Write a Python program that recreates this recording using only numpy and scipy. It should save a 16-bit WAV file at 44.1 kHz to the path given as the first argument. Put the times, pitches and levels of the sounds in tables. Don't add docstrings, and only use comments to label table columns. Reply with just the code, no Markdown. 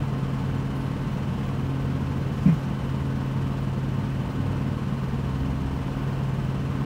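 import sys
import numpy as np
from scipy import signal
from scipy.fft import rfft, irfft
from scipy.io import wavfile

SR = 44100
rng = np.random.default_rng(int(sys.argv[2]) if len(sys.argv) > 2 else 0)


def materialize(psi):
    bounded = np.clip(np.atleast_2d(psi).T, -1, 1)
    quanta = np.round(bounded * 32767).astype(np.int16)
    wavfile.write(sys.argv[1], SR, quanta)


N = 302085
TIME = np.arange(N) / SR
FIRING_HZ = 19.168
FIRST_FIRING_S = 0.018


def amp(db):
    return 10 ** (np.asarray(db) / 20)


def unit(x):
    return x / np.sqrt(np.mean(abs(x) ** 2) + 1e-30)


def noise(spectrum, ripple_db=2.0, ripple_hz=22):
    hz, db = np.transpose(spectrum)
    bins = np.fft.rfftfreq(N, 1 / SR)
    knots = np.arange(0, SR, ripple_hz)
    fade_in = np.clip(bins / 600 - 0.5, 0, 1)
    ripple = np.interp(bins, knots, rng.standard_normal(len(knots))) * fade_in
    density_db = np.interp(np.log(bins + 1), np.log(hz), db) + ripple_db * ripple
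    white = rfft(rng.standard_normal(N))
    return irfft(white * amp(density_db), N) * np.sqrt(SR / 2)


def band(hz, width):
    offset = (np.fft.rfftfreq(N, 1 / SR) - hz) / (width / 2)
    white = rfft(rng.standard_normal(N))
    return unit(irfft(white / (1 + offset ** 4), N))


def burst(age, rise, t60):
    age = np.maximum(age, 0)
    return (1 - np.exp(-age / rise)) * amp(-60 * age / t60)


# order as a multiple of the firing rate, level in dB.
DRONE_ORDERS = [(2, -51.5), (3, -43), (5, -41.5), (6, -49.5), (7, -29.5), (8, -42), (8.5, -53), (9, -53),
                (9.5, -64), (10, -53), (11, -41), (11.5, -50.5), (12, -52), (13, -61.5), (15, -56),
                (16, -51), (18, -52.5), (19, -59), (20, -62), (21, -53.5), (22, -59.5), (24, -53.5),
                (25, -57.5), (28, -59.5), (30, -61)]


def drone(turns, smear=0.02243, waver=0.086, loose=0.022, loose_hz=7):
    order, db = np.transpose(DRONE_ORDERS)
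    whole = order % 1 == 0
    grid = np.arange(257) / 4
    log_gain = np.interp(grid, order[whole], db[whole]) * np.log(10) / 20
    mirrored = np.r_[log_gain, log_gain[-2:0:-1]]
    minimum_lag = signal.hilbert(mirrored).imag[:len(grid)]
    lags = np.interp(order, grid, minimum_lag) + smear * order ** 2
    out = np.zeros(N)
    for k, level_db, lag in zip(order, db, lags):
        jitter = loose * k * band(0, loose_hz)
        strength = amp(level_db) * (1 + waver * band(0, 2.3))
        out += strength * np.cos(2 * np.pi * k * turns - lag + jitter)
    return np.sqrt(2) * out


def throb(turns, level_db=-42.0, other_db=-46.0, beat_hz=0.79, order=14):
    phase = 2 * np.pi * order * turns
    engine_tone = amp(level_db) * np.cos(phase)
    other_tone = amp(other_db) * np.cos(phase + 2 * np.pi * beat_hz * TIME)
    return np.sqrt(2) * (engine_tone - other_tone)


# frequency in Hz, density in dB per Hz.
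CLATTER_SPECTRUM = [(150, -99), (400, -75), (700, -86), (950, -75), (1500, -83), (2100, -89), (3000, -94),
                    (3500, -92), (4200, -97), (6300, -100.5), (7300, -104), (9200, -103), (10300, -111),
                    (11500, -114), (15500, -114)]


def clatter(turns, rise=0.0092, t60=0.19, uneven_db=0.5):
    strengths = amp(uneven_db * rng.standard_normal(int(turns[-1]) + 3))
    strength = strengths[np.floor(turns).astype(int) + 1]
    age = turns % 1 / FIRING_HZ
    latest = burst(age, rise, t60)
    previous = burst(age + 1 / FIRING_HZ, rise, t60)
    return noise(CLATTER_SPECTRUM) * unit(strength * np.hypot(latest, previous))


# frequency in Hz, width in Hz, level in dB.
CABIN_HUMS = [(190.5, 15.4, -44.5), (232.1, 5.1, -49), (695.6, 8.3, -56.5), (751, 31, -59), (904, 113, -52),
              (1040, 45, -62), (1340, 10, -68), (1530, 89, -57.5), (2954, 340, -61.5), (3140, 30, -77),
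              (4170, 120, -69)]
# frequency in Hz, density in dB per Hz.
CABIN_SPECTRUM = [(20, -93), (40, -57.5), (120, -59), (185, -53.5), (250, -58.5), (310, -66.5),
                  (470, -68.5), (740, -74.5), (1000, -73), (2150, -83.5), (3000, -83.5), (3500, -90.5),
                  (11000, -107.5), (15500, -105)]


def cabin(swell_db=0.29, flicker_db=1.5, hiss_db=-70):
    rumble = noise(CABIN_SPECTRUM) * amp(swell_db * band(0, 4.5))
    hums = sum(amp(db) * band(hz, width) for hz, width, db in CABIN_HUMS)
    hiss = band(5200, 11000) * amp(hiss_db + flicker_db * band(0, 20))
    return rumble + hums + hiss


# start in seconds, length in seconds, first pitch in Hz, last pitch in Hz, level in dB.
PASSING_CARS = [(-0.2, 1.08, 102.4, 91.4, -37.5), (1.099, 1.62, 89, 79.7, -37),
                (2.652, 0.76, 77, 81.6, -38), (3.099, 1.27, 86.5, 106.3, -38), (4.2, 0.6, 104, 90.9, -32.5),
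                (4.946, 1, 69.8, 70.1, -35), (6.303, 0.8, 73, 77.6, -41)]


def traffic(waver=0.27, waver_hz=10, fade_s=0.31):
    out = np.zeros(N)
    for start, length, first_hz, last_hz, db in PASSING_CARS:
        age = TIME - start
        hz = first_hz + (last_hz - first_hz) * age / length
        swell = np.clip(np.minimum(age, length - age) / fade_s, 0, 1)
        unsteady = 1 + waver * (band(0, waver_hz) + 1j * band(0, waver_hz))
        note = (unsteady * np.exp(2j * np.pi * np.cumsum(hz) / SR)).real
        out += amp(db) * swell * note
    return np.sqrt(2) * out


FIRST_BLINK_S, BLINK_S = 0.038, 0.7112
LAMP_ON_S = 0.361
CLOSE_DB, OPEN_DB = -57.5, -59


def relay(ring_hz=15300, width_hz=800, rise=0.01, t60=0.14):
    ticks = np.zeros(N)
    for close_s in np.arange(FIRST_BLINK_S, TIME[-1], BLINK_S):
        ticks += amp(CLOSE_DB) * burst(TIME - close_s, rise, t60)
        ticks += amp(OPEN_DB) * burst(TIME - close_s - LAMP_ON_S, rise, t60)
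    return band(ring_hz, width_hz) * ticks


# start in seconds, time to fall by 15 dB in seconds, pitch in Hz, level in dB.
BRAKE_SQUEAKS = [(.56, 0.04, 7150, -54), (.71, 0.47, 10500, -68), (.76, .5, 11600, -73),
                 (1.153, .6, 9750, -78), (5.93, .2, 15040, -67), (6.01, .1, 13300, -71)]


def brake(width_hz=260, flutter_db=3):
    squeaks = np.zeros(N)
    for start, fall_15db_s, hz, db in BRAKE_SQUEAKS:
        squeaks += amp(db) * band(hz, width_hz) * burst(TIME - start, 0.013, 4 * fall_15db_s)
    return squeaks * amp(flutter_db * band(0, 30))


def rustle(middle_s=2.5, half_length_s=0.18, level_db=-60, air_db=-67):
    swell = np.exp(-((TIME - middle_s) / half_length_s) ** 4)
    return swell * (amp(level_db) * band(5160, 5000) + amp(air_db) * band(12000, 8000))


# time in seconds, strength in dB.
PANEL_BUMPS = [(2.4562, -0.5), (2.4609, 5.5), (2.4853, -5)]
# frequency in Hz, level in dB at a bump of 0 dB, time to fall by 60 dB in seconds.
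PANEL_MODES = [(147, -23, 0.22), (158.7, -8.5, 0.2), (182.5, -3, 0.1), (222, -7.5, 0.073),
               (263, -21.5, 0.16), (519, -33, 0.14), (622, -38, 0.11)]


def knock(rise=0.016, rattle_db=-41, scuff_db=-42, rattle_t60=0.18):
    ring, shake = np.zeros(N), np.zeros(N)
    for start, strength_db in PANEL_BUMPS:
        age = TIME - start
        for hz, db, t60 in PANEL_MODES:
            ring += amp(strength_db + db) * burst(age, rise, t60) * np.sin(2 * np.pi * hz * age)
        shake += amp(strength_db) * burst(age, 0.018, rattle_t60)
    trim = amp(rattle_db) * band(1800, 1860) + amp(scuff_db) * band(410, 450)
    return ring + shake * trim


def scene(hunt=0.0053):
    turns = FIRING_HZ * (TIME - FIRST_FIRING_S) + hunt * band(0, 2.3)
    engine = drone(turns) + throb(turns) + clatter(turns)
    inside = cabin() + relay() + rustle() + knock()
    return (engine + inside + traffic() + brake())[None]


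def record(dry, edge_hz=15780):
    ends = np.clip(np.minimum(TIME, TIME[-1] - TIME) / 0.003, 0, 1)
    low_pass = signal.firwin(1023, edge_hz, window=("kaiser", 9), fs=SR)
    return signal.oaconvolve(dry * ends, low_pass[None], "same")


dry = scene()
out = record(dry)
materialize(out)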